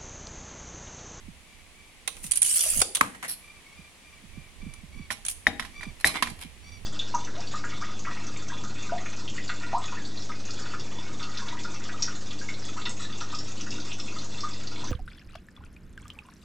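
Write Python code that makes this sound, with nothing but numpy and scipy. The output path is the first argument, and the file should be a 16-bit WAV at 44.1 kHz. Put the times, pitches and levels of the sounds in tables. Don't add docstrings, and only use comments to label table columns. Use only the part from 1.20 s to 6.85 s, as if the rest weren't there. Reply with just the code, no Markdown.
import sys
import numpy as np
from scipy import signal
from scipy.fft import rfft, irfft, next_fast_len
from scipy.io import wavfile
from scipy.ndimage import uniform_filter1d

SR = 44100
rng = np.random.default_rng(int(sys.argv[2]) if len(sys.argv) > 2 else 0)


def unload_wav(signal):
    wavfile.write(
        sys.argv[1],
        SR,
        np.round(np.clip(np.atleast_2d(signal).T, -1, 1) * 32767).astype(np.int16),
    )


N = 249165
TIME = np.arange(N) / SR
AGE = TIME[:SR // 2]
LEFT_RIGHT = np.array([[1], [-1]])
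TOP_HZ = 16000

# hz, level_db
AIR_COLOUR = [(100, -5.5), (180, -2), (300, -6.5), (550, -9.5), (1150, -9), (1400, -13), (2200, -4),
              (3400, -9), (5200, -14.5), (9500, -14), (11500, -17.5), (12500, -30), (15000, -31)]
AIR_DB = -54
# start_s, length_s, level_db, top_pitch_hz, brightness_db (tilt per harmonic)
BIRD_NOTES = [(0.238, 0.19, -60, 1171, 0.5), (0.531, 0.2, -58.5, 1165, 1), (2.21, 0.19, -52, 1183, -1),
              (2.441, 0.13, -54.5, 1125, 0.5), (2.529, 0.18, -54, 1189, 0), (2.821, 0.17, -55, 1188, 0.3),
              (3.11, 0.192, -55.5, 1175, -0.5), (3.38, 0.24, -53.5, 1174, 0.2),
              (3.719, 0.16, -51.5, 1151, 1), (4.531, 0.18, -44.5, 1184, 1), (5.43, 0.17, -52, 1155, 5.5)]
BIRD_HARMONICS = [-13, 0, -14, -15, -20]
NOTE_ARCH, NOTE_WAVER_HZ = 0.0608, 7.05

# start_s, level_db, pitch_hz (the centre of the sag)
BUMPS = [(0.08, -32, 174), (1.041, -35, 166), (1.563, -30.5, 181), (1.584, -29, 140), (2.586, -37.5, 163),
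         (3.035, -38.5, 171), (3.171, -28.5, 168), (3.426, -31.5, 173), (3.463, -27, 170),
         (3.632, -35.5, 156), (3.758, -36, 183), (3.794, -28, 167.6), (4.666, -23.5, 164),
         (5.105, -31.5, 163), (5.248, -33, 190)]
# time_s, level_db
RUMBLE = [(0, -54), (0.85, -58.5), (1.08, -47.5), (1.46, -56.5), (1.58, -42), (1.7, -57), (2.8, -60.5),
          (3.45, -51.5), (4.25, -49.5), (5.3, -50.5), (5.65, -40)]
SWELL_DB, SWELL_S = -23.5, 0.068

# start_s, level_db,
# weight (0 a graze of steel, 1 a full blow on the case), left_minus_right_db
TAPE_CLICKS = [(0.876, -11.5, 0.94, -6.5), (0.885, -32, 0.9, 4), (0.967, -31.5, 0.98, -2),
               (1.041, -25.5, 0.88, -11), (1.064, -23, 0.6, 0), (1.1109, -6, 0.26, -5),
               (1.118, -1, 0.05, -11.5), (1.135, -17, 0.7, -1), (1.156, -12, 0, -1),
               (1.172, -7.5, 0.2, -12.5), (1.218, -0.5, 0, -5.5), (1.2209, -16, 0.82, -14),
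               (1.228, 0.5, 0, -2), (1.249, -11, 0.2, -6), (1.2614, -11, 0.2, -7), (1.283, -15, 0.1, -7),
               (1.295, -11.5, 0.1, -12), (1.312, -7, 0, -4), (1.338, -8, 0, -9), (1.37, -7, 0, -8),
               (1.408, -7, 0, -13), (1.4369, -7.5, 0.3, -1), (1.562, -20, 0.1, -12),
               (1.573, -13.5, .2, -17), (1.592, -9.5, 0.1, -13), (1.602, -12, 0.5, -15),
               (1.6155, 1.5, 0.51, -1.5), (1.749, -8, 0.63, -9.5), (1.7548, -6.5, 0.63, 4.5),
               (1.768, -16.5, 0.94, -7), (3.537, -33, 0.95, -3), (4.05, -18, 0.62, -7),
               (4.063, -13.5, 0.58, -1), (4.083, -8, 0.54, -3)]
# hz, level_db
TICK_COLOUR = [(2500, -71), (4500, -5.5), (7000, -4.5), (9200, 15), (11000, 4.5), (12500, -32),
               (16000, -31)]
# hz, level_db
SHELL_COLOUR = [(900, 0.5), (1250, 0.5), (1800, 7), (2400, 11.5), (2800, 9.5), (3400, 11), (4300, 8.5),
                (5000, 2), (5900, 10.5), (7000, 6)]
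# hz, level_db
HOLLOW_COLOUR = [(200, -14.5), (400, -7.5), (500, -3), (600, -2.5), (720, -6), (900, -1), (1200, 2),
                 (1600, -12), (3000, -17.5)]
# hz, level_db, t60_s
COIL_MODES = [(2640, -29, 0.028), (3170, 13, 0.046), (4860, 10, .04), (6880, 19, .05), (7760, 19, 0.049),
              (8450, 17, .07), (8720, 22.5, 0.12), (9000, 25, 0.072), (9220, 5, 0.11), (9800, 29, 0.12),
              (10400, 16, 0.097), (9700, 23, 0.083), (10900, 19, 0.076)]
COIL_DETUNE = .02
CLICK_T60_S, CASE_T60_S = 0.014, 0.042
SHELL_DB, SHELL_WEIGHT_DB = -30.5, 21.5
HOLLOW_DB, HOLLOW_WEIGHT_DB = -44.5, 36.5

# start_s, length_s, level_db
SCUFFS = [(0.948, 0.24, -52), (1.027, 0.079, -41), (1.153, 0.04, -28.5), (4.093, 0.042, -32)]

# time_s, scrape_db, reel_db, resonance_hz
BLADE_RUN = [(1.24, -32.5, -63, 481.3), (1.258, -31.5, -63, 476.7), (1.382, -26, -59.5, 533.5),
             (1.43, -29.5, -52.5, 570.5), (1.466, -29, -44.5, 626), (1.508, -28.5, -61, 556),
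             (1.55, -32, -56, 570), (1.6, -31.5, -48, 649)]
# hz, level_db
BLADE_COLOUR = [(880, -42), (1500, -20), (1590, -22), (2800, -11), (3250, -11), (3730, -18.5),
                (4690, -10.5), (5120, -11), (7540, -6), (9100, 0), (10900, -1), (12000, -11.5),
                (14600, -15), (16000, -29)]
RUN_PAN_DB, REEL_WIDTH_HZ = -1.5, 180

# hz, level_db, t60_s
STOP_MODES = [(500, 2, .018), (790, 4, .018), (1500, -5, .025), (3370, -6, .033), (5000, -1, .02)]
STOP_S, STOP_DB = 1.6205, -19.5
# hz, level_db
STOP_CRACK_COLOUR = [(250, -9), (900, 4.5), (1500, 0), (1900, -9), (4300, 2), (5100, 10), (5900, 1),
                     (7500, 10), (10000, -14)]
STOP_CRACK_S, STOP_CRACK_DB, STOP_CRACK_T60_S = 1.6165, -11, 0.026

# start_s, body_db, contact_db, contact_t60_s, left_minus_right_db
SET_DOWN = [(1.8096, -17.5, -8.5, 0.02, -3.5), (1.812, -8, -8, 0.0079, 2.5), (1.827, -35, -45, 0.034, 1),
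            (1.948, -44, -42, 0.079, -3), (2.027, -33.5, -26.5, 0.024, -2), (2.032, -33, -34.5, 0.05, 9),
            (2.038, -33, -34.5, 0.074, 1), (2.046, -43, -32.5, 0.12, -3)]
# hz, level_db, t60_s
CASE_MODES = [(234, -13, 0.025), (276, -22, 0.05), (445, -32, 0.097), (845, -19, 0.055), (906, -15, 0.14),
              (1057, -3.5, 0.03), (1118, 5.5, 0.021), (1240, 6, 0.017), (1890, -1.5, 0.021),
              (2490, -25, 0.046), (3160, -12, 0.027)]
# hz, level_db
CONTACT_COLOUR = [(200, -16), (500, -7), (800, -3), (1200, -7), (2000, 5), (2500, -5), (2900, -8),
                  (3500, -10), (5000, -16), (7500, -11), (10500, -9.5), (12000, -18), (16000, -37)]
CASE_THUD_DB, CASE_THUD_T60_S = -24.5, 0.28
CASE_LAG_S = 0.0002
RATTLE_S, RATTLE_DB, RATTLE_T60_S = 1.815, -41, .25
# start_s, length_s, level_db
DRAG = [(2.079, 0.077, -32)]
# hz, level_db
TILE_COLOUR = [(2200, -6), (3500, -10), (4200, 0.5), (5000, -10), (5600, -4.5), (7000, -14), (9400, 0.5),
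               (11000, 4.5), (13000, -7), (15500, -31)]

# start_s, stock_db, blade_db, steel_ring_db, left_minus_right_db
SQUARE_HITS = [(3.904, -14.5, -25, -42, -4), (3.909, -26, -26, -39.5, -10), (4.2681, 1, -19, -35, 5),
               (4.396, -16.5, -21, -44, -6), (4.424, -27, -34.5, -64, -2), (4.449, -28.5, -34.5, -57, -6),
               (4.609, -28.5, -38.5, -67, -7), (4.631, -23.5, -32.5, -69, -4),
               (4.8444, 0.5, -19.5, -34, 1.5), (4.86, -32, -37, -31.5, -20), (4.958, -27, -26, -58, -1),
               (5.024, -24, -8.5, -38, -2), (5.030, -19.5, -21.5, -60, -12), (5.072, -23, -33, -60, -3)]
# hz, level_db, t60_s
KNOCK_MODES = [(256, -32, 0.073), (320, -37, 0.044), (525, -39, 0.082), (649, -32, 0.097),
               (742, -31.5, 0.1), (808, -25.5, 0.092), (1003, -38, 0.12), (1470, -3.5, 0.0054),
               (1798, 0, 0.011), (1917, 0.5, 0.016), (2095, -5, 0.011), (2300, -26, 0.033),
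               (3370, -30, 0.024), (3746, -19, 0.038)]
# hz, level_db, t60_s
SLAP_MODES = [(228, -21.5, 0.084), (1050, -25, 0.062), (1059, -8, 0.045), (1160, -11, 0.011),
              (1190, -12, 0.022)]
# hz, tilted_db, flat_db, t60_s
STEEL_MODES = [(2080, -20, -3, .16), (2213, -18, -4, .17), (2385, -14, -4, .2), (3068, -6, -10, .12),
               (3752, -2, -11, .12), (4032, -14, 0, .13), (4985, -3, -13, .13), (5351, -12, -7, .1),
               (5600, -4, -12, .1), (6191, -25, -11, .14), (7250, -3, -15, .08), (7483, -22, -8, .1),
               (7967, -14, -9, .09), (8764, -18, -10, .14), (9889, -16, -6, .13), (10630, -14, -7, .08),
               (11200, -3, -9, .08), (11810, -25, -11, .11)]
FLAT_S = 4.7
# hz, level_db
CRACK_COLOUR = [(300, -10), (500, -19), (800, -7), (1500, 3), (2300, 0.5), (4000, -3.5), (6000, -10),
                (9000, -11.5), (11200, -6.5), (12500, -32), (16000, -55)]
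CRACK_DB = -4.5
CRACK_T60_S, CRACK_HALVING_DB = 0.024, 19
# hz, level_db
BOARD_COLOUR = [(70, 1), (120, -2), (200, 1.5), (280, -2), (400, -11.5)]
BOARD_DB, BOARD_T60_S = -31, .2

# start_s, length_s, flat_grating_db, edge_rasp_db
SLIDES = [(3.912, 0.031, -42.5, -38), (4.8, 0.027, -52.5, -43), (4.846, 0.04, -33, -26),
          (4.878, 0.055, -38.5, -43), (4.94, 0.062, -34, -66), (5.041, 0.09, -52, -53),
          (5.053, 0.042, -44, -62), (5.189, 0.071, -49.5, -47), (5.221, 0.037, -43.5, -59)]
# hz, level_db
GRATE_COLOUR = [(300, -1), (500, -19), (1000, 5), (1400, -3), (2200, -0.5), (4000, -5.5), (6000, -15),
                (9000, -14), (11200, -25), (12500, -40)]
# hz, level_db
EDGE_COLOUR = [(2000, 2), (3000, -2), (4700, 0), (6100, -4.5), (7400, -2.5), (8300, -1.5), (9900, 2),
               (10700, 9.5), (11400, 0), (12300, -6), (13200, -27)]
# start_s, level_db
CATCHES = [(4.870, -17), (5.099, -37)]
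# start_s, length_s, level_db
SQUEAKS = [(4.803, 0.021, -49), (4.875, 0.025, -31)]
SQUEAK_HZ = 4160

# hz, echo_db, t60_s
PORCH_BANDS = [(150, -4.5, 0.85), (493, -6.5, 0.66), (1050, -10.5, 0.23), (1930, -20, 0.65),
               (2770, -7, 0.27), (4950, -9.5, 0.36), (9800, -11.5, 0.44), (15000, -11, 0.24)]


def amp(db):
    return 10 ** (np.asarray(db) / 20)


def curves(table):
    s, *columns = np.transpose(table)
    return [np.interp(TIME, s, column) for column in columns]


def place(x, pan_db):
    return x * amp(LEFT_RIGHT * pan_db / 2)


def colour(x, spectrum):
    hz, db = np.transpose(spectrum)
    f = np.maximum(np.fft.rfftfreq(x.shape[-1], 1 / SR), 1)
    ends = np.minimum(1, np.minimum(f / hz[0], hz[-1] / f)) ** 2
    gain = amp(np.interp(np.log(f), np.log(hz), db)) * ends
    return irfft(rfft(x) * gain / np.sqrt(np.mean(gain ** 2)), x.shape[-1])


def noise(spectrum, size, alike_hz=1500):
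    padded = next_fast_len(size, real=True)
    mid, side = rfft(rng.standard_normal((2, padded)))
    likeness = .8 / (1 + (np.fft.rfftfreq(padded, 1 / SR) / alike_hz) ** 2)
    shared = mid * np.sqrt((1 + likeness) / 2)
    opposed = LEFT_RIGHT * side * np.sqrt((1 - likeness) / 2)
    return colour(irfft(shared + opposed, padded), spectrum)[:, :size]


def fade(t60, rise=.0006, age=AGE):
    return (1 - np.exp(-age / rise)) * np.exp(-np.log(1000) * age / max(t60, .003))


def ring(modes, spread, scatter_db=0):
    out = np.zeros((2, len(AGE)))
    chances = rng.standard_normal((len(modes), 2))
    for (hz, db, t60), (lag, luck) in zip(modes, chances):
        age = AGE[:int(SR * max(t60, .01) * 1.3)]
        phase = 2 * np.pi * hz * (age + LEFT_RIGHT * spread * lag / SR)
        level = amp(db + scatter_db * luck)
        out[:, :len(age)] += level * fade(t60, rise=0.001, age=age) * np.sin(phase)
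    return out


def walk(rate):
    k = int(SR / rate)
    held = np.repeat(rng.standard_normal(N // k + 1), k)[:N]
    steps = uniform_filter1d(held, k)
    return steps / steps.std()


def chatter(rate, scatter_db, t60):
    contacts = rng.random(N) < rate / SR
    sizes_db = scatter_db * np.minimum(rng.exponential(size=N), np.pi)
    energy = contacts * amp(sizes_db) ** 2
    energy = np.abs(signal.fftconvolve(energy, fade(t60, rise=.0001) ** 2)[:N])
    return np.sqrt(energy / energy.mean())


def shifting(spectrum, depth_db, rate):
    centres = np.geomspace(1500, 15000, num=64)
    f, t, cells = signal.stft(noise(spectrum, N), SR, nperseg=512)
    levels = rng.standard_normal((len(centres), len(t)))
    levels = uniform_filter1d(levels, int(1 / (rate * t[1])) + 1)
    shares = np.array([np.interp(f, centres, row) for row in np.eye(len(centres))])
    gain = amp(depth_db * shares.T @ levels / levels.std())
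    return signal.istft(cells * gain, SR)[1][:, :N]


def varied(spectrum, scatter_db):
    hz, db = np.transpose(spectrum)
    points = np.geomspace(hz[0], hz[-1], num=28)
    levels = np.interp(np.log(points), np.log(hz), db)
    return np.c_[points, levels + scatter_db * rng.standard_normal(len(points))]


def strokes(table):
    total = 0
    for s, length, db in table:
        progress = np.clip((TIME - s) / length, 0, 1)
        total = total + amp(db) * np.sin(np.pi * np.sqrt(progress))
    return total


def resonate(x, response):
    singing = signal.fftconvolve(x, response, axes=1)[:, :N]
    return singing * x.std() / singing.std()


def add(out, s, x):
    i = max(int(s * SR), 0)
    out[:, i:i + x.shape[1]] += x[:, :max(N - i, 0)]


def outdoors(blur_db=-3, blur_hz=60):
    out = noise(AIR_COLOUR, N) * amp(AIR_DB + .5 * walk(2.28))
    for s, length, db, top_hz, bright_db in BIRD_NOTES:
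        swell = np.sqrt(np.abs(np.sin(np.pi * np.minimum(AGE / length, 1))))
        pitch = top_hz * (1 - NOTE_ARCH * (1 - swell)) + NOTE_WAVER_HZ * walk(22.4)[:len(AGE)]
        phase = 2 * np.pi * np.cumsum(pitch) / SR
        note = 0
        for k, harmonic_db in enumerate(BIRD_HARMONICS, 1):
            note = note + amp(harmonic_db + (k - 2) * bright_db) * np.sin(k * phase)
        blur = 1 + amp(blur_db) * noise([(10, 0), (blur_hz, -3)], len(AGE))
        add(out, s, amp(db) * swell * note * blur)
    return out


def bumps(bump_db=0, rumble_db=-3, sag=0.54, sag_s=0.011, t60=0.087, blur_db=-9):
    swells = 0
    for s, db, _ in BUMPS:
        swells = swells + amp(db + SWELL_DB) * np.exp(-((TIME - s) / SWELL_S) ** 2)
    rumble_colour = [(20, 4), (45, -4.5), (80, -0.5), (120, -14.5), (220, -17.5)]
    out = (amp(curves(RUMBLE)[0] + rumble_db) + swells) * noise(rumble_colour, N, alike_hz=62)
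    for s, db, hz in BUMPS:
        pitch = hz * (1 + sag * (2 * np.exp(-AGE / sag_s) - 1 / 2))
        thud = np.sin(2 * np.pi * np.cumsum(pitch) / SR)
        thud = thud + amp(blur_db) * noise([(hz / 3, -6), (hz, 0), (2 * hz, -30)], len(AGE))
        envelope = fade(t60, rise=0.0055) * (1 - np.exp(-AGE / 0.0029))
        add(out, s, amp(db + bump_db) * thud * envelope)
    return place(out, pan_db=-10.5)


def coil_ring():
    modes = [(hz * (1 + COIL_DETUNE * rng.standard_normal()), db, t60) for hz, db, t60 in COIL_MODES]
    return ring(modes, spread=23, scatter_db=3)


def tape_clicks(tick_db=-9.0, coil_db=-39):
    out = np.zeros((2, N))
    case_fade = fade(CASE_T60_S)
    for s, db, weight, pan in TAPE_CLICKS:
        tick = varied(TICK_COLOUR, scatter_db=2.5)
        shell = varied(SHELL_COLOUR, scatter_db=3)
        shell_gain = amp(SHELL_DB + weight * SHELL_WEIGHT_DB)
        hollow_gain = amp(HOLLOW_DB + weight ** 2 * HOLLOW_WEIGHT_DB)
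        hit = amp(tick_db) * noise(tick, len(AGE)) * fade(CLICK_T60_S)
        hit += amp(coil_db) * coil_ring() * case_fade
        hit += shell_gain * noise(shell, len(AGE)) * case_fade
        hit += hollow_gain * noise(HOLLOW_COLOUR, len(AGE)) * fade(CASE_T60_S, rise=0.007)
        add(out, s, place(amp(db) * hit, pan))
    return out


def scuffs():
    grit = chatter(rate=1400, scatter_db=2, t60=.012)
    return place(noise(BLADE_COLOUR, N) * grit * strokes(SCUFFS), pan_db=-0.5)


def retraction(scrape_db=1, reel_db=-5, hum_db=-2, clatter_db=-8):
    scrape, reel, reel_hz = curves(BLADE_RUN)
    running = np.interp(TIME, [1.225, 1.245, 1.612, 1.622], [0, 1, 1, 0])
    hiss = shifting(BLADE_COLOUR, depth_db=6.5, rate=35)
    rubbing = chatter(rate=2600, scatter_db=2.2, t60=.005)
    ticks = chatter(rate=80, scatter_db=1.2, t60=.012)
    clatter = amp(clatter_db) * shifting(TICK_COLOUR, depth_db=4.5, rate=60) * ticks
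    blade = running * (hiss * rubbing + clatter) * amp(scrape + scrape_db)
    slow_noise = noise([(10, 0), (REEL_WIDTH_HZ / 2, -3)], N)
    hum = slow_noise * np.sqrt(2) * np.sin(2 * np.pi * np.cumsum(reel_hz) / SR)
    drum = noise(HOLLOW_COLOUR, N) * chatter(rate=690, scatter_db=-1.0, t60=0.052)
    rumble = amp(reel_db) * drum + amp(hum_db) * hum
    return place(blade + running * amp(reel) * rumble, RUN_PAN_DB)


def reel_stop():
    out = np.zeros((2, N))
    crack = noise(STOP_CRACK_COLOUR, len(AGE)) * fade(STOP_CRACK_T60_S)
    add(out, STOP_CRACK_S, amp(STOP_CRACK_DB) * crack)
    add(out, STOP_S, amp(STOP_DB) * ring(STOP_MODES, spread=4.4))
    return out


def case_on_floor(body_db=-3, contact_db=1):
    out = np.zeros((2, N))
    thud_colour = [(100, -4.5), (200, 3.5), (400, -32.0)]
    for s, db, contact, t60, pan in SET_DOWN:
        body = ring(CASE_MODES, spread=2)
        body = body + amp(CASE_THUD_DB) * noise(thud_colour, len(AGE)) * fade(CASE_THUD_T60_S)
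        touch = noise(CONTACT_COLOUR, len(AGE)) * fade(t60)
        hit = amp(db + body_db) * body + amp(contact + contact_db) * touch
        add(out, s, place(hit, pan))
    shaking = chatter(rate=130, scatter_db=2, t60=.015)[:len(AGE)]
    rattle = noise(CONTACT_COLOUR, len(AGE)) * shaking * fade(RATTLE_T60_S)
    add(out, RATTLE_S, amp(RATTLE_DB) * rattle)
    grit = shifting(TILE_COLOUR, depth_db=4, rate=12) * chatter(rate=1800, scatter_db=1.5, t60=.009)
    out += grit * strokes(DRAG)
    late_left = np.interp(TIME - CASE_LAG_S, TIME, out[0])
    return np.array([late_left, out[1]])


def steel_ring(flat):
    modes = [(hz, flat_db if flat else tilted_db, t60) for hz, tilted_db, flat_db, t60 in STEEL_MODES]
    return ring(modes, spread=14, scatter_db=1.5)


def square():
    out = np.zeros((2, N))
    for s, stock_db, blade_db, steel_db, pan in SQUARE_HITS:
        knock = ring(KNOCK_MODES, spread=1.5, scatter_db=.5)
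        board = noise(BOARD_COLOUR, len(AGE)) * fade(BOARD_T60_S, rise=0.0037)
        knock = knock + amp(BOARD_DB) * board
        slap = ring(SLAP_MODES, spread=2, scatter_db=1)
        steel = steel_ring(flat=s > FLAT_S)
        crack_t60 = CRACK_T60_S * 2 ** (-blade_db / CRACK_HALVING_DB)
        crack = amp(CRACK_DB) * noise(CRACK_COLOUR, len(AGE)) * fade(crack_t60)
        hit = amp(stock_db) * knock + amp(blade_db) * (slap + crack) + amp(steel_db) * steel
        add(out, s, place(hit, pan))
    return out


def sliding(steel_db=-8, catch_t60=0.053, catch_ring_db=-15, waver_hz=15):
    flat_strokes = strokes([(s, length, db) for s, length, db, _ in SLIDES])
    edge_strokes = strokes([(s, length, db) for s, length, _, db in SLIDES])
    flat = shifting(GRATE_COLOUR, depth_db=4, rate=15) * flat_strokes
    edge = shifting(EDGE_COLOUR, depth_db=4, rate=15) * edge_strokes
    out = (flat + edge) * chatter(rate=600, scatter_db=2.3, t60=.007)
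    out = out + amp(steel_db) * resonate(out, steel_ring(flat=True))
    for s, db in CATCHES:
        scrape = noise(EDGE_COLOUR, len(AGE)) * fade(catch_t60)
        add(out, s, amp(db) * (scrape + amp(catch_ring_db) * steel_ring(flat=True)))
    pitch = SQUEAK_HZ + waver_hz * walk(153.4)
    squeak = strokes(SQUEAKS) * np.sin(2 * np.pi * np.cumsum(pitch) / SR)
    return place(out + squeak, pan_db=-2.5)


def porch(x):
    hz, db, t60 = np.transpose(PORCH_BANDS)
    f = np.fft.rfftfreq(len(AGE), 1 / SR)
    scatter = rfft(noise([(20, 0), (SR / 2, 0)], len(AGE)))
    response = 0
    for share, band_db, band_t60 in zip(np.eye(len(hz)), db, t60):
        tail = fade(band_t60, rise=0.00026)
        band = irfft(scatter * np.interp(f, hz, share), len(AGE))
        response = response + amp(band_db) * band * tail / np.linalg.norm(tail)
    return signal.fftconvolve(x, response, axes=1)[:, :N]


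def scene():
    tape = tape_clicks() + reel_stop() + retraction() + scuffs() + case_on_floor()
    tools = tape + square() + sliding()
    return tools + porch(tools) + bumps() + outdoors()


def record(dry):
    rounded = dry / (1 + (dry / .9) ** 4) ** (1 / 4)
    low_pass = signal.ellip(10, .2, 80, TOP_HZ, fs=SR, output="sos")
    return signal.sosfilt(low_pass, rounded)


dry = scene()
out = record(dry)
unload_wav(out)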